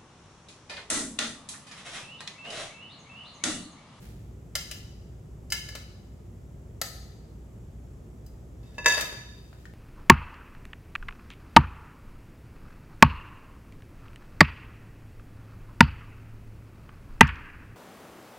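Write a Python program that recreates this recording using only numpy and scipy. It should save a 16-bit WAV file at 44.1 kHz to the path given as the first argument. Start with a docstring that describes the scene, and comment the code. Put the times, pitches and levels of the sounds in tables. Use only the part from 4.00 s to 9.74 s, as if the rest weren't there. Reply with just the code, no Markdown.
"""A quiet kitchen carries a low rumble, a steady machine hum and faint hiss: filtered noise and one sine.
Salad leaves rustle faintly as crowds of tiny clicks; steel tongs clink by the plate, then snap shut.
The tongs graze a glass bowl and drop in, where they ring, rattle, skid and settle; the leaves shift again.
Last, a hand taps a plastic lid on the board. Each blow sums decaying modes and a noisy crack.
Room echoes surround the handling sounds, and a gain control ducks the loud blows."""
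import sys
import numpy as np
from scipy import signal
from scipy.fft import rfft, irfft, next_fast_len
from scipy.io import wavfile
from scipy.ndimage import uniform_filter1d

SR = 44100
rng = np.random.default_rng(int(sys.argv[2]) if len(sys.argv) > 2 else 0)


def dump(signal):
    """Clip the signal to [-1, 1] and save it as 16-bit WAV at the path in sys.argv[1]."""
    limited = np.clip(np.atleast_2d(signal).T, -1, 1)
    pcm = np.round(limited * 32767).astype(np.int16)
    wavfile.write(sys.argv[1], SR, pcm)


N = 253045
TIME = np.arange(N) / SR
RING_TIME = TIME[:SR // 4]


def from_db(db):
    """Logarithmic level: decibels become an amplitude gain."""
    return 10 ** (np.asarray(db) / 20)


def rms_one(x):
    """Normalisation of power: scale to rms 1."""
    return x / np.sqrt(np.mean(x ** 2) + 1e-20)


def attack_one(x):
    """Normalisation of the onset: the first hundredth of a second gets rms 1."""
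    return x / np.sqrt(np.mean(x[:, :SR // 100] ** 2))


def decay(t, t60):
    """Exponential damping: the amplitude falls 60 dB in t60 seconds."""
    return np.exp(-np.log(1000) * t / t60)


def at_hz(points, hz):
    """Interpolation of a table along a logarithmic frequency axis."""
    known_hz, values = np.transpose(points)
    return np.interp(np.log(np.maximum(hz, 1)), np.log(known_hz), values)


def colour(x, spectrum):
    """Minimum-phase filtering to a (Hz, dB) shape: causality lets nothing sound early."""
    size = 2 * next_fast_len(x.shape[-1] // 2 + 2048)
    log_gain = np.log(from_db(at_hz(spectrum, np.fft.rfftfreq(size, 1 / SR))))
    cepstrum = irfft(log_gain)
    # Folding the cepstrum onto positive times gives minimum phase.
    cepstrum[1:size // 2] *= 2
    cepstrum[size // 2 + 1:] = 0
    response = np.exp(rfft(cepstrum))
    return irfft(rfft(x, size) * response)[..., :x.shape[-1]]


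def add(track, s, sound):
    """Superposition: mix a stereo sound in at a time in seconds."""
    start = round(s * SR)
    track[:, start:start + sound.shape[1]] += sound[:, :N - start]


# Likeness of the two channels of the room noise. Each row: frequency in Hz, left-right correlation.
LIKENESS = [(30, 0.93), (60, 1), (125, 0.97), (250, 0.86), (500, 0.56), (1500, 0.053), (8000, 0.6)]


def steady_noise(spectrum):
    """Diffuse field: left-right correlation varies with frequency, highest in the bass."""
    mid, side = rfft(rng.standard_normal((2, next_fast_len(N, True))))
    alike = np.clip(at_hz(LIKENESS, np.linspace(0, SR / 2, len(mid))), 0, 1)
    mid = np.sqrt(1 + alike) * mid
    side = np.sqrt(1 - alike) * side
    pair = irfft(mid + side * [[1], [-1]])[:, :N]
    return rms_one(colour(pair, spectrum))


# Spectra of the ventilation rumble and the hiss. Each row: frequency in Hz, relative density in dB per Hz.
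RUMBLE = [(22, -30.5), (38, -5.5), (59, -1.5), (81, -2.5), (113, -0.5), (242, -12.5), (264, -14),
          (319, -16), (355, -13), (400, -20), (520, -50.5), (880, -120)]
AIR = [(240, -34), (400, -3.5), (1040, -19), (1250, -19.5), (1490, -23.5), (2120, -26), (2750, -29.5),
       (3420, -30.5), (4050, -35), (7510, -29), (9320, -38.5), (11200, -35), (16000, -42)]
RUMBLE_DB, AIR_DB, HUM_DB = -45.5, -59, -49   # rms levels
HUM_HZ = 58.86


def background():
    """Stationary sources: ventilation rumble and hiss are shaped noise, a motor's hum is a pure tone."""
    rumble = from_db(RUMBLE_DB) * steady_noise(RUMBLE)
    hiss = from_db(AIR_DB) * steady_noise(AIR)
    hum = from_db(HUM_DB) * np.sqrt(2) * np.sin(2 * np.pi * HUM_HZ * TIME)
    return rumble + hiss + hum


def grains(per_s, uneven_db):
    """Random impulse process: sparse clicks of uneven size and either sign."""
    size_db = uneven_db * (2 * rng.random(N) - 1)
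    clicks = rng.random(N) < per_s / SR
    return clicks * rng.choice([-1, 1], N) * from_db(size_db)


def strokes(events, attack_s, release_db_per_s):
    """Contact pressure as envelope: each stroke builds up to its start, holds, then dies away."""
    total = np.zeros(N)
    for s, length_s, db in events:
        rise = np.clip(1 + (TIME - s) / attack_s, 0, 1)
        fall_db = release_db_per_s * np.maximum(TIME - s - length_s, 0)
        total += from_db(db - fall_db) * rise
    return total


# Leaves shift under the tongs, then settle. Each row: start of full pressure in seconds,
# length in seconds, level in dB.
RUSTLES = [(.035, 0.016, -56), (4.77, .05, -67), (5.3, 0.36, -63)]
RUSTLE_ATTACK_S, RUSTLE_RELEASE_DB_PER_S = 0.083, 77


def leaves():
    """Crackling noise: a dense crowd of tiny crisp impulses makes the rustle of salad leaves."""
    crackle = np.array([grains(per_s=1300, uneven_db=12) for side in range(2)])
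    crisp = colour(crackle, [(300, 0), (1700, 1.5), (4000, -1.5), (8000, -5.5), (15000, -7.5)])
    return rms_one(crisp) * strokes(RUSTLES, RUSTLE_ATTACK_S, RUSTLE_RELEASE_DB_PER_S)


# Phase between the microphones at full spread. Each row: frequency in Hz, phase in radians.
MIC_PHASE = [(500, .3), (1700, .5), (2600, 1.0), (3700, 2.3), (6000, 2.3), (8000, .7), (14000, .4)]
FOCUS_DB, FOCUS_OCTAVES = 7.5, 0.12   # lift of the modes a point of contact favours, and its width


def ringing(modes, focus_hz, spread, split=0.007):
    """Modal synthesis: modes in close pairs beat; the point of contact favours those near one pitch."""
    hz, db, t60 = np.transpose(modes)[:, :, None]
    favour_db = FOCUS_DB * np.exp(-(np.log2(hz / focus_hz) / FOCUS_OCTAVES) ** 2)
    height = from_db(db + favour_db) * decay(RING_TIME, t60)
    phase = rng.uniform(0, 2 * np.pi, hz.shape)
    turn = 2 * np.pi * hz * RING_TIME
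    twin = turn * (1 + split * rng.choice([-1, 1], hz.shape))
    # The side is in quadrature with the mid, so mixing them shifts the phase of each channel.
    mid = height * (np.sin(turn + phase) + .5 * np.sin(twin + phase))
    side = height * (np.cos(turn + phase) + .5 * np.cos(twin + phase))
    apart = spread * at_hz(MIC_PHASE, hz) / 2
    common = (mid * np.cos(apart)).sum(0)
    opposed = (side * np.sin(apart)).sum(0)
    return attack_one(common + opposed * [[-1], [1]])


def crack(spectrum, t60, width):
    """High modal density: the weak, short modes of a contact merge into decaying noise."""
    mid, side = rng.standard_normal((2, len(RING_TIME)))
    burst = (mid + width * side * [[1], [-1]]) * decay(RING_TIME, t60)
    return attack_one(colour(burst, spectrum))


CONTACT_S = .001   # time constant of the onset


def blows(events, modes, crack_spectrum, crack_t60, spread, width):
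    """Impact excitation: each blow is ring plus crack, with its own brightness."""
    out = np.zeros((2, N))
    for s, db, bright_db, crack_db, pan_db, focus_hz in events:
        ring = ringing(modes, focus_hz, spread)
        blow = ring + from_db(crack_db) * crack(crack_spectrum, crack_t60, width)
        blow = blow * (1 - np.exp(-RING_TIME / CONTACT_S))
        blow = colour(blow, [(500, 0), (16000, 5 * bright_db)])   # a tilt over five octaves
        side_gains = from_db([[db + pan_db / 2], [db - pan_db / 2]])
        add(out, s, attack_one(blow) * side_gains)
    return out


# Clinks of the open tongs. Each row: start in seconds, level in dB, brightness in dB per octave,
# crack against ring in dB, left against right in dB, pitch favoured by the point of contact in Hz.
CLINKS = [(.5528, -23, .5, 1, 1.5, 1464), (.7115, -33.5, 0.5, 0, 2.5, 2740),
          (1.5022, -38.5, 4.5, -13, 2.5, 4730), (1.5212, -21.5, 0.5, -4, 2, 1830),
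          (1.687, -37.5, -1, -5, 3, 1720), (1.7512, -35, -1.5, 5, 1.5, 4160), (4.2625, -55, 8, -4, 4, 4700)]
# Modes of the open tongs. Each row: frequency in Hz, relative level in dB, t60 in seconds.
TONGS = [(608, -15.6, 0.066), (1384, -13.3, 0.123), (1718, -8.6, 0.126), (2072, -10.8, 0.121),
         (2130, -9.0, 0.12), (2235, -14.4, 0.118), (2760, -7.6, 0.112), (2998, -2.8, 0.11),
         (3912, -8.1, 0.103), (3989, -5.6, 0.102), (4563, -11.8, 0.099), (4760, -5.0, 0.098),
         (5037, 0.0, 0.097), (5640, -6.6, 0.094), (5945, -10.7, 0.093), (6225, -9.4, 0.092),
         (6410, -11.2, 0.091), (6524, -12.4, 0.091), (6659, -9.6, 0.09), (7000, -15.3, 0.089),
         (7345, -15.7, 0.088), (7498, -12.6, 0.087), (7971, -15.1, 0.086), (8467, -16.1, 0.085),
         (8977, -12.2, 0.084), (11002, -17.5, 0.079), (12376, -18.0, 0.077), (12662, -22.3, 0.077),
         (13801, -21.0, 0.075), (14085, -18.6, 0.075)]
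# Crack of steel. Each row: frequency in Hz, relative density in dB per Hz.
STEEL_CRACK = [(150, -93), (400, -12), (620, -4.5), (950, -9.5), (1400, -5.5), (2200, -3.5), (3400, -3.5),
               (6000, -3), (9000, -9), (15000, -12)]
# Decay of the crack by struck object: t60 in seconds.
CRACK_T60 = {"tongs": .055, "jaws": .03, "bowl": .045, "lid": .03}


def tongs_clink():
    """Free vibration: the open steel arms ring in many lightly damped modes."""
    return blows(CLINKS, TONGS, STEEL_CRACK, CRACK_T60["tongs"], spread=0.73, width=0.49)


# The jaws snap shut. Each row: start in seconds, level in dB, brightness in dB per octave,
# crack against ring in dB, left against right in dB, favoured pitch in Hz.
SNAPS = [(2.8146, -24, 0.4, -2, 2.5, 4030)]
# Modes of the shut jaws. Each row: frequency in Hz, relative level in dB, t60 in seconds.
SHUT_JAWS = [(666, -4.6, 0.026), (1255, -4.5, 0.042), (1352, -4.4, 0.044), (1718, -6.2, 0.046),
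             (1827, -3.9, 0.045), (1909, -5.5, 0.045), (2133, -10.2, 0.044), (3114, -7.4, 0.04),
             (4166, -8.4, 0.037), (4484, -3.5, 0.036), (4561, 0.0, 0.036), (4796, 0.0, 0.036),
             (5021, -12.7, 0.035), (5758, -7.0, 0.034), (6367, -10.5, 0.033), (6477, -5.0, 0.033),
             (6687, -5.3, 0.033), (6797, -5.1, 0.033), (7975, -3.4, 0.031), (9972, -10.7, 0.03),
             (11679, -5.7, 0.028), (11879, -10.2, 0.028), (12082, -6.4, 0.028), (12421, -1.8, 0.028),
             (12728, -10.0, 0.028), (13993, -9.2, 0.027)]


def jaws_snap():
    """Contact damping: the shut jaws have shorter modes than the open arms."""
    return blows(SNAPS, SHUT_JAWS, STEEL_CRACK, CRACK_T60["jaws"], spread=0.52, width=0.33)


# The tongs slide on the glass: a graze going in, the skid after the drop, a last slip.
# Each row: start of full pressure in seconds, length in seconds, contact level in dB.
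SLIDES = [(4.615, 0.21, -70.5), (4.89, 0.12, -36.5), (5.06, 0.069, -60)]
SLIDE_ATTACK_S, SLIDE_RELEASE_DB_PER_S = 0.019, 700
# Modes of the glass bowl. Each row: frequency in Hz, relative level in dB, t60 in seconds.
BOWL = [(468, -14.3, 0.084), (514, -16.4, 0.091), (608, -12.9, 0.103), (658, -19.5, 0.109),
        (971, -10.3, 0.146), (1071, -16.8, 0.157), (1709, 0.0, 0.196), (1841, -13.6, 0.192),
        (1919, -19.0, 0.19), (2016, -12.5, 0.188), (2344, -21.3, 0.181), (2635, -3.8, 0.176),
        (2729, -19.9, 0.174), (3691, -4.1, 0.161), (3888, -23.2, 0.159), (4198, -23.0, 0.156),
        (4744, -6.1, 0.152), (4830, -5.6, 0.151), (4951, -19.0, 0.15), (5566, -12.4, 0.146),
        (6069, -4.8, 0.143), (6173, -21.1, 0.142), (6691, -18.0, 0.139), (6901, -15.0, 0.138),
        (7165, -20.4, 0.137), (7477, -15.1, 0.135), (8926, -19.4, 0.129), (9749, -29.8, 0.127),
        (10532, -24.1, 0.124), (12261, -25.4, 0.12)]
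# Crack of glass. Each row: frequency in Hz, relative density in dB per Hz.
GLASS_CRACK = [(150, -15.5), (300, -2.5), (480, 3.5), (750, -1.5), (1100, 0), (2000, 0), (3200, -6),
               (6500, -7), (9000, -12.5), (15000, -19.5)]


def skid(per_s=180, crack_db=0.0):
    """Stick-slip friction: steel on glass makes a run of small contacts that excite the bowl's modes."""
    slips = grains(per_s, uneven_db=4)
    pressure = strokes(SLIDES, SLIDE_ATTACK_S, SLIDE_RELEASE_DB_PER_S)
    ring = ringing(BOWL, focus_hz=3780, spread=0.93)
    touch = ring + from_db(crack_db) * crack(GLASS_CRACK, t60=0.022, width=0.62)
    return signal.fftconvolve([slips * pressure], touch, axes=1)[:, :N]


# Steel meets the glass bowl. Each row: start in seconds, level in dB, brightness in dB per octave,
# crack against ring in dB, left against right in dB, favoured pitch in Hz.
KNOCKS = [(4.7812, -31.5, -3.5, -10, 0, 2620), (4.844, -32.5, -1.5, -16, 1, 2800),
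          (4.859, -10.5, -0.24, -8, 1, 2120), (4.8815, -17.5, 2, -12, -3, 6450),
          (4.922, -22.5, 4, -31, 8, 2635), (4.976, -22, -0.5, -7.5, 4, 1850),
          (5.009, -25, 2.5, 5.5, 2.5, 5600), (5.028, -36, -5, 17, 6, 2600),
          (5.124, -37.5, -1.5, 14, 0, 1710)]


def bowl_knocks():
    """Shell vibration: each knock of the steel sets off the modes of the glass."""
    return blows(KNOCKS, BOWL, GLASS_CRACK, CRACK_T60["bowl"], spread=1.0, width=0.51)


# Fingers on the plastic lid. Each row: start in seconds, level in dB, brightness in dB per octave,
# crack against ring in dB, left against right in dB, favoured pitch in Hz.
TAPS = [(5.528, -49, -5.5, 4, 1, 1550), (5.609, -61, -13.5, 18, -4, 3140),
        (5.654, -43.5, 2, -10.5, 3.5, 1810)]
# Modes of the lid. Each row: frequency in Hz, relative level in dB, t60 in seconds.
LID = [(1200, -7.5, 0.016), (1490, -0.5, 0.013), (1837, -6.5, 0.022), (3100, -8, 0.0081)]
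# Crack of the lid. Each row: frequency in Hz, relative density in dB per Hz.
LID_CRACK = [(200, -13.5), (800, 1.5), (1700, -1.5), (3000, -2), (7000, -7.5), (10000, -27), (15000, -24)]


def lid_taps():
    """Strong damping: plastic has few modes, and they die within hundredths of a second."""
    return blows(TAPS, LID, LID_CRACK, CRACK_T60["lid"], spread=1.0, width=0.78)


def evened(response):
    """Spectral flattening: level out the broad peaks and dips of a one-second room response."""
    power = uniform_filter1d(np.abs(rfft(response)) ** 2, size=25)   # bins are 1 Hz apart
    correction_db = -10 * np.log10(power + 1e-6)
    return colour(response, np.c_[np.arange(len(power)), correction_db][1:])


# Reverberation time of the late tail. Each row: frequency in Hz, t60 in seconds.
ROOM_T60 = [(150, 0.35), (500, 0.87), (1500, 0.75), (4500, 0.95), (8000, 0.69), (15000, 0.52)]
# Echoes against direct sound, before evening. 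Each row: frequency in Hz, level in dB.
ROOM_DB = [(150, -4.5), (500, 0.5), (1500, 0.5), (4500, 1), (8000, -1.5), (15000, -1)]
# Stereo width of the echoes. Each row: frequency in Hz, ratio of side to mid.
ROOM_WIDTH = [(150, .2), (600, 0.14), (1700, 1), (4000, 0.81), (12000, 0.12)]


def kitchen(x, early_db=11.0, early_t60=0.12, first_echo_s=0.0029):
    """Reverberation: direct sound, dense early echoes that die fast, a late tail with t60 set by band."""
    t = TIME[:SR]
    mid, side = rfft(rng.standard_normal((2, SR)))
    bins_hz = np.arange(len(mid))
    width = at_hz(ROOM_WIDTH, bins_hz)
    white = (mid + width * side * [[1], [-1]]) / np.hypot(1, width)
    centres = np.geomspace(125, 16000, 8)
    response = signal.unit_impulse(SR)
    for hz, share in zip(centres, np.eye(len(centres))):
        band = irfft(white * at_hz(np.c_[centres, share], bins_hz), SR)
        late = decay(t, at_hz(ROOM_T60, hz))
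        early = from_db(early_db) * decay(t, early_t60)
        fade = (late + early) * (t > first_echo_s)
        response = response + from_db(at_hz(ROOM_DB, hz)) * band * fade / np.linalg.norm(fade)
    return signal.fftconvolve(x, [evened(channel) for channel in response], axes=1)[:, :N]


def scene():
    """Superposition: the handling sounds reverberate in the kitchen, over its background."""
    noise = background()
    handling = leaves() + tongs_clink() + jaws_snap() + skid() + bowl_knocks() + lid_taps()
    return kitchen(handling) + noise


CUTOFF_HZ = 16000


def record(dry, threshold_db=-25.5, slope=0.2, release_db_per_s=0.5):
    """Automatic gain control ducks after a loud blow and recovers slowly; a low-pass cuts the top."""
    power = uniform_filter1d(np.mean(dry ** 2, axis=0), size=256)
    level_db = 10 * np.log10(np.maximum(power, 1e-12))
    over_db = slope * np.maximum(level_db - threshold_db, 0)
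    # A running peak that sinks at the release rate.
    recovery_db = release_db_per_s * TIME
    held_db = np.maximum.accumulate(over_db + recovery_db) - recovery_db
    pole = np.exp(-1 / (0.02 * SR))   # 20 ms smoothing
    duck_db = signal.lfilter([1 - pole], [1, -pole], held_db)
    low_pass = signal.ellip(10, .1, 80, CUTOFF_HZ, fs=SR, output="sos")
    return signal.sosfilt(low_pass, dry * from_db(-duck_db))


dry = scene()
out = record(dry)
dump(out)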